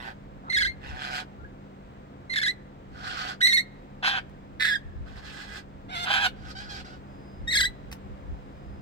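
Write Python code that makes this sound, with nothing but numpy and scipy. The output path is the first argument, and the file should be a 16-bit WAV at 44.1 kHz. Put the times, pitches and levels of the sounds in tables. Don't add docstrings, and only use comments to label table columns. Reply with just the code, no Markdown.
import sys
import numpy as np
from scipy import signal
from scipy.fft import rfft, irfft, next_fast_len
from scipy.io import wavfile
from scipy.ndimage import uniform_filter1d

SR = 44100
rng = np.random.default_rng(int(sys.argv[2]) if len(sys.argv) > 2 else 0)


def waveform_to_disk(signal):
    frames = np.transpose(np.atleast_2d(signal))
    scaled = np.clip(frames, -1, 1) * 32767
    samples = np.round(scaled).astype(np.int16)
    wavfile.write(sys.argv[1], SR, samples)


N = 388521
TOP_HZ = 15750


def warbles(near):
    # time_s, pitch_hz, level_db
    warble_tracks = [
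        [(0.494, 1977, -48), (0.501, 2080, -23.5), (0.522, 2036, -29.5), (0.534, 2114, -24.5),
         (0.548, 2080, -19.5), (0.56, 1834, -23.5), (0.588, 2090, -21.5), (0.598, 2213, -26),
         (0.627, 2016, -24), (0.634, 2057, -20.5), (0.645, 2076, -26.5), (0.664, 1845, -24),
         (0.677, 2100, -27.5), (0.701, 2112, -29.5), (0.719, 2090, -44)],
        [(2.294, 2050, -54), (2.299, 2055, -30.5), (2.335, 2087, -28.5), (2.344, 2054, -32), (2.351, 2144, -31),
         (2.356, 2087, -46), (2.368, 2156, -19), (2.395, 2130, -36), (2.405, 2210, -27), (2.409, 2155, -52),
         (2.436, 2031, -22.5), (2.454, 2026, -26.5), (2.483, 1947, -20.5), (2.514, 2060, -31),
         (2.529, 2070, -69)],
        [(3.404, 1502, -40), (3.409, 1508, -29), (3.419, 2050, -19.5), (3.422, 2043, -32.5), (3.425, 1922, -20),
         (3.436, 1933, -15), (3.466, 2067, -18), (3.477, 2120, -21.5), (3.491, 2100, -18.5),
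         (3.547, 2138, -18.5), (3.562, 2160, -22), (3.608, 2136, -26), (3.614, 2160, -51)],
        [(7.47, 1900, -56), (7.479, 1864, -26.5), (7.507, 1936, -28.5), (7.517, 2186, -25), (7.521, 2030, -27),
         (7.543, 2240, -23), (7.575, 2160, -20), (7.585, 2006, -20.5), (7.612, 2017, -18), (7.629, 1972, -24.5),
         (7.656, 1964, -22), (7.674, 2010, -29), (7.695, 1950, -75)],
    ]
    # left_lag_ms, left_minus_right_db, base_roughness (0-1), base_tilt_db (per octave)
    warble_voices = [(-.32, -1, 0.01, -4.5), (-.3, -1, 0.08, -3.5), (-.32, -2.5, 0.01, -0.5),
                     (-.23, 1, 0.03, 0.9)]
    dull_per_db = 0.41
    for table, (lag_ms, pan_db, rough, tilt_db) in zip(warble_tracks, warble_voices):
        start, (hz, db) = columns(table)
        hz, db = flipped(start, hz, db)
        tilt_db = tilt_db + dull_per_db * np.maximum(db - db.max() + 5.5, -12)
        hz = uniform_filter1d(hz, 30)
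        turn = uniform_filter1d(np.abs(np.gradient(hz)), 700)
        rough = rough + 0.18 * np.tanh(turn / 0.77)
        voice = syrinx(hz, rough, odd_db=0, tilt_db=tilt_db, flutter_hz=200, flutter=0,
                       throat=whistle_throat, breath_db=-2, jitter=0.3, shimmer_db=4)
        add(near, start, undb(db) * voice, lag_ms, pan_db)


def shriek(near):
    start = 4.594
    on, gain = effort(attack_ms=14, hold_ms=149, release_ms=18.7)
    hz, db = flipped(start, between(1783, 1620, on), between(-26.5, -21.5, on))
    flutter = np.clip(between(0.56, 0.045, on ** 1.4), 0, 1)
    voice = syrinx(hz, 0.31 * flutter, odd_db=0, tilt_db=-5.0, flutter_hz=246, flutter=flutter,
                   throat=whistle_throat, breath_db=5.1, jitter=0.33, shimmer_db=16.0)
    add(near, start, gain * undb(db) * voice, lag_ms=-0.2, pan_db=-6.5)


def squawks(near, far):
    # start_s, attack_ms, hold_ms, release_ms, first_level_db, last_level_db,
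    # first_pitch_hz, last_pitch_hz (of the doubled period), first_roughness, last_roughness (0-1),
    # odd_partials_db, full_effort_tilt_db (per octave), left_lag_ms, left_minus_right_db,
    # flutter_hz, flutter_depth (0-1), beak_resonance_hz, beak_lift_db
    calls = [ (0.0, 1.5, 112, 23.3, -40.5, -44.5, 836, 791.5, 0.73, 0.72, -2.5, 0.7, 0.36, -7.5, 121, 0.83, 6640, -9),
             (0.43, 60, 6, 6, -40, -46, 720, 725, 0.95, .9, -4, -1.5, -0.48, -5, 153, 0.4, 1070, 25),
             (0.795, 37.5, 365, 45, -46, -36, 802, 724, 0.76, 0.73, -0.5, 3.5, 0.45, -5.5, 139.9, 0.81, 2760, 5),
             (2.9, 220, 175, 70, -38.5, -36, 762.4, 790, 0.91, 1, -5.5, 2, 0.5, -6, 259.4, 0.36, 4600, 4.5),
             (4.022, 19.5, 141, 28, -25, -27.5, 790, 772, 0.74, 0.59, -4, 3.8, -0.31, -2, 245.5, 0.56, 2360, 8.5),
             (5.05, 18.8, 505, 65, -53, -45, 820, 822, 0.98, 0.71, -1.5, 4, .64, -8.5, 340, 0.49, 6100, 0.5),
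             (5.88, 60, 108, 8, -34.5, -33, 716, 714, .55, 0.44, 5.5, 5.5, -.52, -4.5, 203.4, 0.091, 2200, 1),
             (6.04, 55, 170, 21.4, -27, -23, 764, 780, 0.93, .52, -2, 5, -0.29, -4.5, 189.8, 0.14, 2380, 4.5),
             (6.33, 166, 14.5, 21, -49, -46.5, 752, 755, 0.91, 0.95, -1, 4.5, 0.37, -6.5, 56.3, .08, 5130, 5),
             (6.549, 3.3, 137, 13.3, -40.5, -48.5, 819, 800, 0.345, 0.97, -3, 3.5, .36, -4, 55, 0.098, 5000, 9),
             (6.683, 15, 111, 14, -43.5, -47.5, 811, 774, 0.55, .85, -0.5, 3.5, .36, -6, 56.5, .08, 5000, 9.5),
             (6.84, 8.6, 84, 80, -46.5, -50.5, 699, 724, 0.79, 0.81, -2, 3.5, 0.37, -3, 57.5, 0.07, 5100, 6.5),
             ]
    # frequency_hz, gain_db
    near_throat = [(320, -58), (550, -25), (770, 2), (862, -10.5), (951, 3), (1220, -2.5), (1550, 1.5),
                   (1860, -8.5), (3050, -9.5), (3870, -12), (5890, -33.5), (12800, -52), (15700, -52)]
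    # frequency_hz, gain_db
    far_throat = [(320, -40.5), (550, -22.5), (607, -12), (749, 0.5), (1020, -6.5), (1260, 1), (1390, 1.5),
                  (2120, -7), (2270, -14.5), (3180, -13), (3760, -18), (4910, -19.5), (5980, -32),
                  (7690, -33), (11300, -54.5), (12800, -48), (15700, -58)]
    pitch_spread, level_spread_db, wander_hz = 0.025, 1.5, 25
    dull_per_db = 0.43
    for (start, attack_ms, hold_ms, release_ms, first_db, last_db, first_hz, last_hz, first_rough, last_rough,
         odd_db, tilt_db, lag_ms, pan_db, flutter_hz, flutter, beak_hz, beak_db) in calls:
        on, gain = effort(attack_ms, hold_ms, release_ms)
        hz = between(first_hz, last_hz, on) * (1 + pitch_spread * wander(len(on), wander_hz))
        rough = np.clip(between(first_rough, last_rough, on), 0.3, 1)
        db = between(first_db, last_db, on) + level_spread_db * wander(len(on), wander_hz)
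        effort_db = np.maximum(20 * np.log10(gain), -30)
        tilt_db = tilt_db + dull_per_db * (db - max(first_db, last_db) + effort_db)
        perch, colour = (near, near_throat) if lag_ms < 0 else (far, far_throat)
        throat = lambda q: at_hz(colour, q) + beak_db * np.abs(peak(q, beak_hz, 0.74 * beak_hz)) ** 2
        voice = syrinx(hz, rough, odd_db, tilt_db, flutter_hz, flutter, throat,
                       breath_db=-5, jitter=0.11, shimmer_db=2.5)
        add(perch, start, gain * undb(db) * voice, lag_ms, pan_db)


def far_peep(far):
    # time_s, pitch_hz, peak_level_db
    peep_track = [(1.38, 1410, -75), (1.4, 1394, -52), (1.44, 1395, -54), (1.45, 1680, -41),
                  (1.48, 1630, -76)]
    start, (hz, db) = columns(peep_track)
    add(far, start, undb(db) * np.sin(2 * np.pi * np.cumsum(hz) / SR), lag_ms=0.2, pan_db=-1)


def birds():
    # time_s, half_length_ms, level_change_db
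    dips = [(5.135, 24, -7.5), (5.21, 11, -10)]
    near, far = np.zeros((2, 2, N))
    warbles(near)
    shriek(near)
    squawks(near, far)
    far_peep(far)
    return near, far * undb(sum(db * bump(s, half_ms) for s, half_ms, db in dips))


def flipped(start, hz, db):
    # time_s, held_ms, glide_ms, first_pitch_hz, last_pitch_hz, level_db
    flips = [(0.527, 0.28, 3.9, 1703, 1703, -26.5), (0.570, 14, 3.1, 1645, 1712, -20),
             (0.607, 14.2, 4.77, 1671, 1695, -22), (0.622, 0.6, 3.7, 1510, 1520, -21),
             (0.651, 9.84, 4.3, 1556, 1630, -24), (2.340, 0.3, 3.95, 1730, 1723, -25),
             (2.360, 1.43, 4.15, 1710, 1670, -21), (2.37, 18.8, 4, 1843, 1640, -22.5),
             (2.416, 12, 4.8, 1710, 1757, -25.5), (2.431, 1.4, 2.64, 1575, 1584, -22),
             (2.464, 9.1, 9.7, 1632, 1673, -23.5), (3.472, 0.2, 4.8, 1852, 1864, -14),
             (3.501, 21.6, 8.8, 1922, 1920, -21), (3.526, 0.3, 4.5, 1740, 1706, -20),
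             (3.579, 0.31, 21, 1836, 1846, -18), (4.651, 0.32, 8.7, 1647, 1627, -21.5),
             (4.666, 0.27, 9, 1930, 1933, -21.5), (4.69, 3.8, 8.5, 1798, 1785, -21),
             (4.745, 2.2, 11, 1890, 1870, -24.5), (7.527, 8.1, 7.6, 1940, 1771, -23),
             (7.547, 3.3, 4.3, 1907, 1870, -22.5), (7.554, 15.6, 3.7, 1656, 1672, -20.5),
             (7.592, 12.7, 5.3, 1723, 1655, -22.5), (7.607, 1.6, 3.7, 1473, 1556, -20.5),
             (7.635, 15, 4, 1556, 1672, -25)]
    for s, held_ms, glide_ms, first_hz, last_hz, flip_db in flips:
        ms = (start - s + np.arange(len(hz)) / SR) * 1000
        away = np.clip(np.minimum(ms + glide_ms, held_ms + glide_ms - ms) / glide_ms, 0, 1)
        note_hz = between(first_hz, last_hz, np.clip(ms / held_ms, 0, 1))
        hz = between(hz, note_hz, away)
        db = between(db, flip_db, away)
    return hz, db


def whistle_throat(hz):
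    # frequency_hz, gain_db
    resonances = [(820, -28.5), (1400, -3), (2120, 1), (3280, -7.5), (4010, -3), (4620, -10), (6020, -26),
                  (8070, -21.5), (9390, -32.5), (12500, -33.5), (15700, -38)]
    return at_hz(resonances, hz)


def syrinx(hz, rough, odd_db, tilt_db, flutter_hz, flutter, throat, breath_db, jitter, shimmer_db):
    count = len(hz)
    beat_hz = flutter_hz * (1 + 0.06 * wander(count, 44.2))
    beat = np.sin(2 * np.pi * np.cumsum(beat_hz) / SR)
    slip = wander(count, 600) + 0.3 * wander(count, 45)
    f = hz * (1 + jitter * rough ** 2 * slip + 0.13 * flutter * beat)
    phase = 2 * np.pi * np.cumsum(f) / SR
    tone, power = np.zeros(count), np.zeros(count)
    for k in range(1, 21):
        patchy_db = 3 * rough * wander(count, 70)
        slope_db = tilt_db * np.log2(k * hz / 1800)
        gain = undb(throat(k * f) + patchy_db + odd_db * (k % 2) + slope_db) * (k * f < TOP_HZ)
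        tone += gain * np.cos(k * phase)
        power += gain ** 2 / 2
    hiss = rng.standard_normal(count)
    breath = unit(shaped(hiss, lambda q: undb(throat(q)) * (q / 2000) ** 0.6))
    voice = tone / np.sqrt(uniform_filter1d(power, 400)) + rough * undb(breath_db) * breath
    shimmer = undb(shimmer_db * rough * wander(count, 640))
    return unit(voice * np.exp(1.42 * flutter * beat) * shimmer)


def effort(attack_ms, hold_ms, release_ms):
    ms = np.arange(0, attack_ms + hold_ms + release_ms, 1000 / SR)
    gain = np.minimum(ms / attack_ms, 1) * np.clip((ms[-1] - ms) / release_ms, 0, 1) ** 1.5
    return np.clip((ms - attack_ms) / hold_ms, 0, 1), gain + 0.00097


def claws():
    # start_s, peak_level_db
    taps = [(4.294, -50.5), (6.49, -38), (7.914, -31), (7.925, -25)]
    # centre_hz, width_hz, relative_level_db
    rail_modes = [(1180, 90, -4), (2200, 1300, 0), (4500, 2000, -12), (10000, 5000, -17)]
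    out, t = np.zeros((2, N)), np.arange(2000) / SR
    for start, db in taps:
        scratch = rng.standard_normal(len(t)) * np.exp(-t / 0.0038)
        ring = shaped(scratch, lambda q: sum(undb(d) * peak(q, f, w) for f, w, d in rail_modes))
        add(out, start, undb(db) * ring / np.abs(ring).max(), lag_ms=-0.2, pan_db=-1)
    return out


def add(out, start_s, x, lag_ms, pan_db):
    # frequency_hz, gain_db, phase_rad
    body_shade = [(300, -6, 1), (810, 7, -0.31), (1970, -5.5, -1.13), (3880, 3, 0.14), (7000, 7, 0.62),
                  (12750, -1.5, -0.044)]
    x = x * np.minimum(np.arange(len(x)) / 130, 1)
    hz, db, phase = np.transpose(body_shade)
    shade = lambda q: undb(np.interp(q, hz, db)) * np.exp(1j * np.interp(q, hz, phase))
    ports = (shaped(x, shade) if lag_ms < 0 else x, x)
    for side, sign in enumerate((1, -1)):
        i = int(SR * (start_s + max(sign * lag_ms, 0) / 1000))
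        out[side, i:i + len(x)] += ports[side] * undb(sign * pan_db / 2)


def space(x, echo_db):
    echo_decay_ms, yard_db, yard_t60_s = 14, -37, 0.7
    t = np.arange(int(0.8 * SR)) / SR
    early, late = rng.standard_normal((2, 2, len(t)))
    early = unit(early * np.exp(-t * 1000 / echo_decay_ms) * (t > 0.001))
    early = shaped(early, lambda q: 2.27 * q / (q + 3500)) * undb(echo_db)
    late = shaped(late, lambda q: 1 / (1 + (q / 4500) ** 2))
    late = late * undb(-60 * t / yard_t60_s) * (t > 0.015)
    response = (early + unit(late) * undb(yard_db)) / np.sqrt(len(t))
    return x + signal.fftconvolve(x[1:], response, axes=1)[:, :N]


def wind():
    # time_s, level_db
    breeze = [(0, -65), (1.6, -63), (2.4, -65), (3.5, -66.5), (4.5, -51), (5.5, -53), (6.6, -45.5),
              (7, -53), (8.81, -48)]
    # time_s, peak_level_db, half_length_ms
    gust_rows = [(0.32, -51, 97), (0.66, -43.5, 95), (0.92, -36, 48), (1.43, -49, 70), (1.91, -58, 31),
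                 (3.04, -49, 180), (4.86, -44, 40), (5.0, -34, 51), (5.27, -57, 40), (7.43, -38.5, 41),
                 (7.61, -40.5, 86), (7.88, -43, 35), (8.11, -45, 47), (8.31, -38, 47), (8.7, -51, 52)]
    band = lambda q: (q / 40) ** 6 / (1 + (q / 40) ** 6) / (1 + (q / 88) ** 6)
    rumble = shaped(rng.standard_normal((2, N)), band)
    gusts = sum(undb(db) * bump(s, half_ms) for s, db, half_ms in gust_rows)
    return unit(rumble) * (undb(over_time(breeze)) + gusts) * undb(1.5 * wander(N, 14))


def town():
    # frequency_hz, density_db (per Hz)
    spectrum = [(18, -23.5), (31, -5), (45, -7), (120, -9), (170, -16), (250, -10.5), (470, -16),
                (770, -17.5), (1570, -27), (2500, -33.5), (3900, -40.5), (5500, -48), (8000, -49.5),
                (9600, -62), (13000, -61.5), (15700, -53)]
    # time_s, level_db
    swell = [(0.0, -50), (2.38, -50), (3.12, -50), (4.71, -50), (5.57, -51), (5.94, -49.5), (8.24, -48),
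             (8.81, -49)]
    # pitch_hz, waver_hz, level_db
    fans = [(142.2, 5.825, -54.5), (198.2, 2.45, -52.5), (278.5, 4.2, -60.5), (509.4, 6.43, -63)]
    traffic_db, left_lag_ms = -47.5, -0.5
    shared, own = rng.standard_normal(N), rng.standard_normal((2, N))
    alike = lambda q: np.clip(0.93 / (1 + (q / 1500) ** 2), 0, 1)
    both = shaped(shared, lambda q: undb(at_hz(spectrum, q)) * np.sqrt(alike(q)))
    each = shaped(own, lambda q: undb(at_hz(spectrum, q)) * np.sqrt(1 - alike(q)))
    traffic = unit(both + each) * undb(traffic_db)
    hum = sum(undb(db) * unit(wavering(hz, waver_hz, 24.75, 1.3)) for hz, waver_hz, db in fans)
    swell_db = over_time(swell)
    out = (traffic * undb(0.25 * wander(N, 5.8)) + hum) * undb(swell_db - swell_db.mean())
    out[0] = np.roll(out[0], int(left_lag_ms * SR / 1000))
    return out


def insect():
    # time_s, level_db
    loudness = [(0, -93), (3.5, -108), (3.8, -91.5), (5, -90), (7.0, -98), (7.1, -82), (7.3, -73),
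                (7.4, -79), (7.46, -89.5), (8.2, -89), (8.5, -84), (8.81, -80.5)]
    # pitch_hz, relative_level_db
    lines = [(4990, 8), (8960, -10.5)]
    tones = sum(undb(db) * wavering(hz, 6, 25.7, 0.86) for hz, db in lines)
    return undb(over_time(loudness)) * tones


def wavering(hz, waver_hz, rate_hz, swing_db):
    phase = 2 * np.pi * np.cumsum(hz + waver_hz * wander(N, rate_hz)) / SR
    return np.sin(phase) * undb(swing_db * wander(N, rate_hz))


def wander(count, rate_hz):
    k = max(int(SR / rate_hz), 1)
    return unit(uniform_filter1d(uniform_filter1d(rng.standard_normal(count), k), k))


def bump(centre_s, half_ms):
    ms = np.arange(N) * 1000 / SR
    return np.exp(-((ms - centre_s * 1000) / half_ms) ** 2)


def shaped(x, gain_at):
    size = next_fast_len(x.shape[-1])
    hz = np.arange(size // 2 + 1) * SR / size
    return irfft(rfft(x, size) * gain_at(hz), size)[..., :x.shape[-1]]


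def peak(hz, centre_hz, width_hz):
    return 1 / (1 + 2j * (hz - centre_hz) / width_hz)


def at_hz(table, hz):
    table_hz, table_db = np.transpose(table)
    return np.interp(np.log(np.maximum(hz, 1)), np.log(table_hz), table_db)


def over_time(table):
    return np.interp(np.arange(N) / SR, *np.transpose(table))


def columns(table):
    s, *rest = np.transpose(table)
    t = np.arange(s[0], s[-1], 1 / SR)
    return s[0], [np.interp(t, s, c) for c in rest]


def between(first, last, share):
    return first + (last - first) * share


def undb(db):
    return 10 ** (np.asarray(db) / 20)


def unit(x):
    return x / np.sqrt(np.mean(x ** 2))


def scene():
    near, far = birds()
    return space(near + claws(), echo_db=-7) + space(far, echo_db=-1) + wind() + town() + insect()


def record(dry):
    return signal.sosfilt(signal.ellip(10, 0.2, 70, TOP_HZ, fs=SR, output="sos"), dry)


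dry = scene()
out = record(dry)
waveform_to_disk(out)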